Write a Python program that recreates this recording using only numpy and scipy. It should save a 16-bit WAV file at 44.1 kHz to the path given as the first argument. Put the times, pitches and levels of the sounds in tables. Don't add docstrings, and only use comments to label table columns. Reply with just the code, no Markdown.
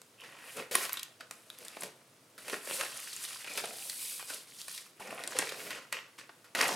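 import sys
import numpy as np
from scipy import signal
from scipy.fft import rfft, irfft, next_fast_len
from scipy.io import wavfile

SR = 44100
rng = np.random.default_rng(int(sys.argv[2]) if len(sys.argv) > 2 else 0)


def dump_mix(stems):
    frames = np.atleast_2d(stems).T
    limited = np.clip(frames, -1, 1)
    pcm = np.round(limited * 32767).astype(np.int16)
    wavfile.write(sys.argv[1], SR, pcm)


N = 297675
TIME = np.arange(N) / SR
PADDED = next_fast_len(N + SR, True)
FREQS = np.fft.rfftfreq(PADDED, 1 / SR)


def from_db(db):
    return 10 ** (np.asarray(db) / 20)


def rms_one(x):
    return x / np.sqrt(np.mean(x ** 2) + 1e-20)


def at_hz(points, hz):
    f, value = np.transpose(points)
    return np.interp(np.log(np.maximum(hz, 1)), np.log(f), value)


def colour(x, spectrum):
    cepstrum = irfft(np.log(from_db(at_hz(spectrum, FREQS))), PADDED)
    cepstrum[1:PADDED // 2] *= 2
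    cepstrum[PADDED // 2 + 1:] = 0
    response = np.exp(rfft(cepstrum))
    return irfft(rfft(x, PADDED) * response, PADDED)[..., :N]


def band(x, low_hz, high_hz):
    sos = signal.butter(2, [low_hz, high_hz], "band", fs=SR, output="sos")
    return signal.sosfilt(sos, x)


def highpass(x, cutoff_hz):
    return signal.sosfilt(signal.butter(2, cutoff_hz, "high", fs=SR, output="sos"), x)


def boost_peak(x, hz, q, boost_db):
    b, a = signal.iirpeak(hz, q, fs=SR)
    return x + (from_db(boost_db) - 1) * signal.lfilter(b, a, x)


def drift(per_s):
    knots = rng.standard_normal(N // 10)
    return rms_one(np.interp(TIME * per_s, np.arange(len(knots)), knots))


def rummaging():
    card_gain, paper_gain, plastic_gain, sheen, glide = hands()
    clumps = from_db(3.0 * (1 - 0.83 * glide) * drift(90))
    return (from_db(-4.5) * card_gain * cardboard_rub(clumps)
            + from_db(-4.0) * paper_gain * paper_rustle(clumps)
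            + from_db(0.1) * plastic_gain * plastic_hiss(clumps, sheen, glide))


def hands():
    # cardboard/dB, paper/dB, plastic/dB,
    # sheen/dB (top of hiss over its lower part), glide/1 (0 bent and crinkling, 1 flat and fast)
    strokes = [ (0.17, 0.072, .26, 0.077, -56.5, -52.5, -62.5, -2, 0.42),
               (0.36, 0.22, 0.021, 0.087, -60, -50.5, -50, 4.5, 0.79),
               (0.542, 0.05, 0.007, 0.066, -39, -38.5, -52, -14.5, .4),
               (0.71, .003, 0.13, 0.085, -45, -38.5, -39.5, 0, 0.98),
               (0.909, 0.016, 0.038, 0.14, -64, -47, -52, 0, 0.27),
               (1.197, 0.0066, .01, 0.072, -54.5, -58, -59, -12, 0.51),
               (1.305, 0.0046, 0.009, 0.33, -59.5, -59, -60, 7, .3),
               (1.42, 0.23, .14, .1, -60, -55, -57, 0, .3),
               (1.78, 0.053, 0.016, 0.089, -45.5, -50, -50, 2, .3),
               (2.376, 0.01, .08, 0.11, -58, -54.5, -56, 3, 0.27),
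               (2.431, 0.079, 0.036, 0.11, -45.5, -41.5, -45.5, 1, .3),
               (2.58, 0.17, 0.028, 0.11, -46, -43, -39.5, 6, 0.49),
               (2.77, 0.031, 0.017, 0.24, -48, -40, -42, 0.5, 0.52),
               (2.85, 0.11, 0.39, 0.5, -68, -51.5, -47, 1, 0.091),
               (3.2, 0.031, 0.012, 0.049, -58, -49, -42.5, 6, .05),
               (3.42, 0.17, 0.01, 0.33, -45, -45, -43.5, -1, 0.2),
               (3.66, 0.17, 0.34, 0.24, -74, -58, -44, 5, 0.79),
               (3.97, 0.039, 0.11, .05, -66, -66, -45, 3.5, 1),
               (4.26, 0.027, 0.059, 0.13, -56.5, -51.5, -45, 0.5, .4),
               (4.42, 0.13, 0.097, 0.11, -82, -63, -52, 3, .05),
               (4.665, 0.025, 0.098, 0.11, -79, -55, -46.5, 0.5, .05),
               (4.993, 0.0059, .28, .1, -49, -47.5, -55.5, 1.5, 0.06),
               (5.25, 0.14, 0.032, 0.17, -40, -40, -42.5, -3.5, .1),
               (5.47, 0.12, 0.076, 0.14, -44.5, -45, -48.5, -0.5, 1),
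               (5.68, 0.034, 0.036, 0.13, -48, -42.5, -51, -6, 0.45),
               (5.919, 0.0092, 0.013, 0.11, -55, -39, -48, -16, 0.83),
               (6.178, 0.0066, 0.0064, 0.072, -60, -46, -52.5, -10, 0.46),
               (6.548, 0.002, 0.17, .2, -34.5, -36, -41, -3, .35),
               (6.57, 0.049, 0.013, 0.046, -36, -26, -40, 3, .35)]
    # cardboard/dB, paper/dB, plastic/dB, sheen/dB, glide/1
    constant_floor = (-68.5, -73.5, -73.5, 7, -0.1)
    moves = [(0.99, *constant_floor)] + [(stroke(*row[:4]), *row[4:]) for row in strokes]
    card, paper, plastic, sheen_sum, glide_sum = np.full((5, N), 1e-18)
    for gain, card_db, paper_db, plastic_db, sheen_db, glide in moves:
        film = (gain * from_db(plastic_db)) ** 2
        card += (gain * from_db(card_db)) ** 2
        paper += (gain * from_db(paper_db)) ** 2
        plastic += film
        sheen_sum += film * sheen_db
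        glide_sum += film * glide
    sheen = from_db(sheen_sum / plastic)
    return np.sqrt(card), np.sqrt(paper), np.sqrt(plastic), sheen, np.clip(glide_sum / plastic, 0, 1)


def stroke(start_s, swell_s, hold_s, fade_s):
    t = TIME - start_s
    swell = np.clip(t / swell_s, 0, 1) ** 1.15
    return swell * from_db(-20 * np.clip((t - swell_s - hold_s) / fade_s, 0, 10))


def cardboard_rub(clumps):
    # f/Hz, relative density/dB
    cardboard = [(40, -43), (75, -31), (120, -8), (220, -2.5), (345, -0.5), (500, 6.5), (720, 1.5),
                 (950, -6), (2000, -32.5)]
    rub = friction(cardboard, slips_per_s=130, spread_db=1.0, slip_s=0.00585, smooth_db=5.0, clumps=clumps)
    return unevenly_coloured(rub, np.geomspace(190, 800, 7), patchy_db=4.0, per_s=21)


def paper_rustle(clumps):
    # f/Hz, relative density/dB
    paper = [(350, -27), (700, -18.5), (1000, -3), (1800, -2.5), (2700, -1.5), (3500, -13), (6000, -23),
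             (12000, -57)]
    rustle = friction(paper, slips_per_s=260, spread_db=3.8, slip_s=.0014, smooth_db=-4, clumps=clumps)
    return unevenly_coloured(rustle, np.geomspace(900, 3300, 8), patchy_db=2.5, per_s=45)


def plastic_hiss(clumps, sheen, glide):
    # f/Hz, relative density/dB
    plastic_low = [(1500, -26), (2800, -2.5), (3700, -0.5), (4500, 1), (6200, -2), (8000, -6.5),
                   (13000, -41)]
    # f/Hz, relative density/dB
    plastic_top = [(4000, -33.5), (6500, -8.5), (8000, -0.5), (9800, 2.5), (11200, -2.5), (12500, -4.5),
                   (14500, -11.5), (16000, -21)]
    # f/Hz, relative density/dB
    glide_hiss = [(7000, -25), (10500, -6.5), (12000, 1), (14500, -9), (16000, -11)]
    low = friction(plastic_low, slips_per_s=940, spread_db=0.0, slip_s=0.00065, smooth_db=5.5, clumps=clumps)
    top = friction(plastic_top, slips_per_s=990, spread_db=-0.5, slip_s=0.00073, smooth_db=-2.5, clumps=clumps)
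    rubbing = (low + sheen * top) / np.sqrt(1 + sheen ** 2)
    popping = from_db(-5) * (1 - glide) * pops(per_s=100, spread_db=4.6, cycles=1.5)
    fine_hiss = rms_one(colour(rng.standard_normal(N), glide_hiss))
    return rubbing + popping + from_db(-6.5) * glide ** 2 * fine_hiss


def friction(spectrum, slips_per_s, spread_db, slip_s, smooth_db, clumps):
    born = rng.random(N) < slips_per_s * clumps / SR
    sizes = from_db(spread_db * np.minimum(rng.exponential(1, N), 4))
    decay = np.exp(-2 / (slip_s * SR))
    power = signal.lfilter([1], [1, -decay], born * sizes ** 2 + 1e-18)
    envelope = np.sqrt(power / power.mean() + from_db(smooth_db) ** 2 * clumps)
    return rms_one(colour(envelope * rng.standard_normal(N), spectrum))


def unevenly_coloured(x, centres_hz, patchy_db, per_s):
    for hz in centres_hz:
        x = boost_peak(x, hz, 7, patchy_db * drift(per_s))
    return rms_one(x)


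def pops(per_s, spread_db, cycles):
    pitches_hz = np.geomspace(2200, 12000, 16)
    born = rng.random(N) < per_s * from_db(4.0 * drift(15)) / SR
    sizes = from_db(spread_db * np.minimum(rng.exponential(1, N), 2.5))
    clicks = born * sizes * rng.choice([-1, 1], N)
    dealt = rng.integers(0, len(pitches_hz), N)
    out = np.zeros(N)
    for k, hz in enumerate(pitches_hz):
        radius = np.exp(-hz / (cycles * SR))
        angle = 2 * np.pi * hz / SR
        poles = [1, -2 * radius * np.cos(angle), radius * radius]
        out += signal.lfilter([1, 0, -1], poles, clicks * (dealt == k) + 1e-18) * np.sqrt(hz)
    return rms_one(out)


def flicks():
    # t/s, base level/dB, base decay/s, ring f/Hz, tilt/(dB/octave)
    events = [(.0166, -53, .0012, 7600, -5), (.5675, -43.5, 0.0073, 2900, 4),
              (.7537, -21.5, 0.00068, 11300, 1.5), (.9308, -31, 0.00096, 12500, 10),
              (1.3105, -42.5, 0.0012, 7500, -5.5), (1.5868, -49, .0009, 12400, 8),
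              (1.6492, -46.5, 0.0062, 9300, -4), (1.8074, -40, .005, 9050, 8),
              (2.481, -48, 0.0017, 2420, -8), (2.9705, -41.5, .0046, 9600, 10),
              (3.1644, -41.5, 0.00044, 6510, 10), (3.2408, -45, 0.0022, 9430, -4.5),
              (3.6565, -40.5, 0.00078, 9200, 5), (4.2267, -52.5, .0006, 9430, -8.5),
              (4.344, -41, .002, 9430, 9), (4.6816, -45, 0.0011, 8970, -6),
              (5.2751, -35.5, .0018, 9100, -3), (5.388, -24, 0.0016, 8640, -1),
              (6.6128, -30, .0012, 5000, -5), (6.6808, -34.5, 0.002, 7800, 3)]
    # body/dB, crack/dB, tick/dB, sizzle/dB
    ranges_db = (-31, -15, -8.5, 1.5)
    return snaps(events, ranges_db, ring_db=12)


def creases():
    # t/s, base level/dB, base decay/s, ring f/Hz, tilt/(dB/octave)
    events = [(.971, -35.5, 0.0038, 3650, -2), (.9942, -38.5, .0024, 3670, 1.5),
              (1.0307, -39, 0.0022, 2680, 6.5), (1.5014, -42, 0.0005, 3950, -1),
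              (1.6822, -43, .0009, 3800, 3.5), (3.7856, -47, 0.00061, 6050, -2),
              (3.8967, -34, 0.002, 4270, 1.5), (4.615, -42.5, .0019, 4140, 4),
              (4.7772, -39.5, 0.0043, 2150, 0.5), (5.2376, -37.5, 0.00079, 2250, -0.5),
              (5.4913, -37, 0.0072, 2280, 0), (6.69, -37.5, 0.0017, 5450, -5.5)]
    # body/dB, crack/dB, tick/dB, sizzle/dB
    ranges_db = (-25, -5.5, -1.5, -4.5)
    return snaps(events, ranges_db, ring_db=16.5)


def taps():
    # t/s, base level/dB, base decay/s, ring f/Hz, tilt/(dB/octave)
    events = [(.2066, -54, .003, 2710, 4), (.237, -44, 0.013, 1900, 0), (.7512, -25, 0.0013, 2320, -1),
              (.7537, -24, 0.0013, 1140, -2.5), (.7829, -42, 0.00077, 2200, -8),
              (.8523, -37.5, .0005, 1060, 3.5), (.8928, -36, 0.0032, 1010, 2),
              (.924, -42, 0.00097, 2450, 4), (.9392, -40, 0.0021, 1020, 2.5),
              (1.2075, -41, 0.0031, 1440, -0.5), (1.8214, -39, 0.0013, 495, 1.5),
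              (2.379, -46, 0.0081, 1440, 3.5), (2.4976, -37, 0.0015, 3160, 2.5),
              (2.5515, -43, 0.00061, 1850, -7), (2.7107, -34.5, 0.00019, 1730, -5.5),
              (2.8105, -28.5, .0013, 1440, 0), (2.8344, -36, 0.0011, 2670, -4.5),
              (3.445, -39.5, 0.0035, 2380, -1.5), (3.4744, -39.5, 0.002, 2440, -1),
              (3.5747, -30, 0.006, 2560, 3), (4.1938, -39, 0.0073, 1070, .5), (4.2996, -38, 0.005, 1470, 3),
              (5.183, -44, 0.0013, 2300, -7), (5.192, -42, .003, 1510, -5.5),
              (5.3909, -29, 0.0034, 1560, -7), (5.425, -35, 0.00065, 2420, -6.5),
              (5.7052, -33.5, 0.0073, 2330, 1), (5.9255, -29.5, 0.0026, 1950, 2.5),
              (6.1855, -48.5, 0.01, 1810, 3), (6.2927, -46, 0.0034, 1480, -5.5),
              (6.443, -51.5, 0.015, 1400, 2.5), (6.5499, -31, .003, 960, 1.5),
              (6.5884, -26.5, 0.0063, 1770, -1), (6.6128, -34, 0.0014, 1300, -2),
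              (6.6253, -25.5, 0.0067, 2620, -3), (6.6419, -44, .0013, 970, 8.5)]
    # body/dB, crack/dB, tick/dB, sizzle/dB
    ranges_db = (-13.5, -2, -10.5, -12)
    return snaps(events, ranges_db, ring_db=9)


def knocks():
    # t/s, base level/dB, base decay/s, ring f/Hz, tilt/(dB/octave)
    events = [(1.769, -41.5, 0.0028, 527, 2.5), (1.8339, -40, 0.0023, 600, 6.5),
              (2.5283, -33.5, 0.0055, 420, -1.5), (2.6732, -40.5, 0.0019, 452, 2.5),
              (3.639, -35, 0.0037, 644, 2), (4.303, -48.5, .004, 256, 6), (5.0023, -43, 0.011, 970, 3.5),
              (5.1262, -36, 0.0015, 684, -16), (5.3538, -35, 0.005, 510, -.5),
              (5.5201, -38, 0.0029, 544, 3.5)]
    # body/dB, crack/dB, tick/dB, sizzle/dB
    ranges_db = (0, -10, -22, -24)
    return snaps(events, ranges_db, ring_db=13)


def snaps(events, ranges_db, ring_db):
    # low f/Hz, high f/Hz, decay factor/1
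    snap_ranges = [(250, 1100, 1.4), (825, 3300, 1.97), (3400, 5360, 1.37), (6400, 12200, 1.1)]
    span_s = .0045
    out, t = np.zeros(N + SR), TIME[:SR // 10]
    attack = 1 - np.exp(-t / 0.000088)
    octaves = np.log2([low_hz * high_hz for low_hz, high_hz, _ in snap_ranges]) / 2
    octaves = octaves - octaves[np.argmax(ranges_db)]
    for start_s, snap_db, decay_s, ring_hz, tilt_db in events:
        at = int(start_s * SR)
        levels_db = snap_db + np.array(ranges_db) + tilt_db * octaves
        for (low_hz, high_hz, linger), level_db in zip(snap_ranges, levels_db):
            envelope = np.exp(-t / (decay_s * linger)) * attack
            burst = band(rng.standard_normal(len(t)) * envelope, low_hz, high_hz)
            burst = boost_peak(burst, ring_hz, 5.5, ring_db)
            out[at:at + len(t)] += from_db(level_db) * burst * np.sqrt(span_s * SR / np.sum(burst ** 2))
    return highpass(out[:N], 150)


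def drags():
    # start/s, end/s, f/Hz, width/Hz, level before pull and flutter/dB
    table = [(0.161, 0.32, 2830, 600, -59.5), (0.314, 0.622, 2670, 900, -61),
             (2.662, 2.895, 542, 89.5, -51), (3.433, 3.545, 2420, 300, -51), (3.947, 4.287, 2380, 400, -58),
             (5.088, 5.152, 212, 69.5, -50.5), (5.108, 5.277, 693, 120, -53.5),
             (6.56, 6.79, 940, 240, -43.5)]
    out = np.zeros(N)
    for start_s, end_s, hz, width_hz, level_db in table:
        progress = np.clip((TIME - start_s) / (end_s - start_s), 0, 1)
        pull = np.abs(np.sin(np.pi * progress)) ** 0.66
        slips = (rng.random(N) < 450 / SR) * rng.standard_normal(N) + 1e-18
        tone = rms_one(band(slips, hz - width_hz / 2, hz + width_hz / 2))
        out += from_db(level_db + 2.64 * drift(50)) * pull * tone
    return out


def thumps():
    # t/s, sine amplitude before damping/dB
    table = [(.711, -61), (.756, -62), (.945, -65), (3.578, -66), (5.0, -48), (5.39, -58), (6.551, -52)]
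    t = TIME[:SR // 8]
    swing = np.sin(2 * np.pi * 62 * t) * np.exp(-t / 0.002)
    pushes = np.zeros(N)
    for start_s, level_db in table:
        pushes[int(start_s * SR)] = from_db(level_db)
    return signal.fftconvolve(pushes, swing)[:N]


def box(x):
    # f/Hz, width/Hz, boost/dB
    modes = [(286, 18.6, 2), (530, 6.8, 2), (1058, 12, 3.5), (1440, 154, 2.5), (1865, 89, 4),
             (2515, 130, 1.5), (4200, 240, -1.5)]
    for hz, width_hz, boost_db in modes:
        x = boost_peak(x, hz, hz / width_hz, boost_db)
    return x


def microphones(near, wet_db):
    # f/Hz, t60/s
    room_t60 = [(150, 0.377), (600, 0.46), (2500, 0.41), (6000, 0.3), (15000, 0.13)]
    # f/Hz, level/dB
    width = [(50, -23), (130, -43), (300, -34), (500, -23.5), (1200, -14.5), (2200, -14.5), (5200, -14),
             (6800, -19), (8000, -35), (9300, -43), (10500, -15), (13000, -10), (16000, -4)]
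    mid = near + from_db(wet_db) * scattered(near, room_t60) + still_air()
    diffuse = from_db(wet_db) * scattered(near, room_t60) + still_air()
    nearby = scattered(near, [(150, .05), (15000, 0.019)])
    side = colour(from_db(-2.5) * nearby + from_db(8.5) * diffuse, width)
    return np.array([mid + side, mid - side]) * from_db([[-.1], [.1]])


def scattered(x, t60_table):
    t, edges_hz = TIME[:SR // 2], np.geomspace(70, 17920, 9)
    starts = range(0, N, SR // 5)
    tails = np.zeros((len(starts), len(t)))
    for low_hz, high_hz in zip(edges_hz, edges_hz[1:]):
        dying = from_db(-60 * t / at_hz(t60_table, np.sqrt(low_hz * high_hz)))
        tails += band(rng.standard_normal(tails.shape), low_hz, high_hz) * dying
    tails = tails * (1 - np.exp(-t / 0.00064))
    out = np.zeros(N + SR)
    for at, tail in zip(starts, tails):
        echo = signal.fftconvolve(x[at:at + starts.step], tail / np.sqrt(np.sum(tail ** 2)))
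        out[at:at + len(echo)] += echo
    return out[:N]


def still_air():
    # f/Hz, relative density/dB
    air = [(24, -80.5), (40, -69), (109, -2.5), (220, -6), (256, -5), (363, -5.5), (467, -9), (503, -3.5),
           (556, -11), (810, -12), (1120, -10.5), (1240, -10.5), (1680, -14), (9220, -18.5), (16000, -27)]
    return from_db(-64) * rms_one(colour(rng.standard_normal(N), air))


def scene():
    contacts = flicks() + creases() + taps() + knocks()
    handling = rummaging() + drags() + contacts + thumps()
    return microphones(box(handling), wet_db=-10.5)


def record(dry):
    lean = highpass(dry, 55)
    return signal.sosfilt(signal.ellip(10, .2, 80, 16000, fs=SR, output="sos"), lean)


dry = scene()
out = record(dry)
dump_mix(out)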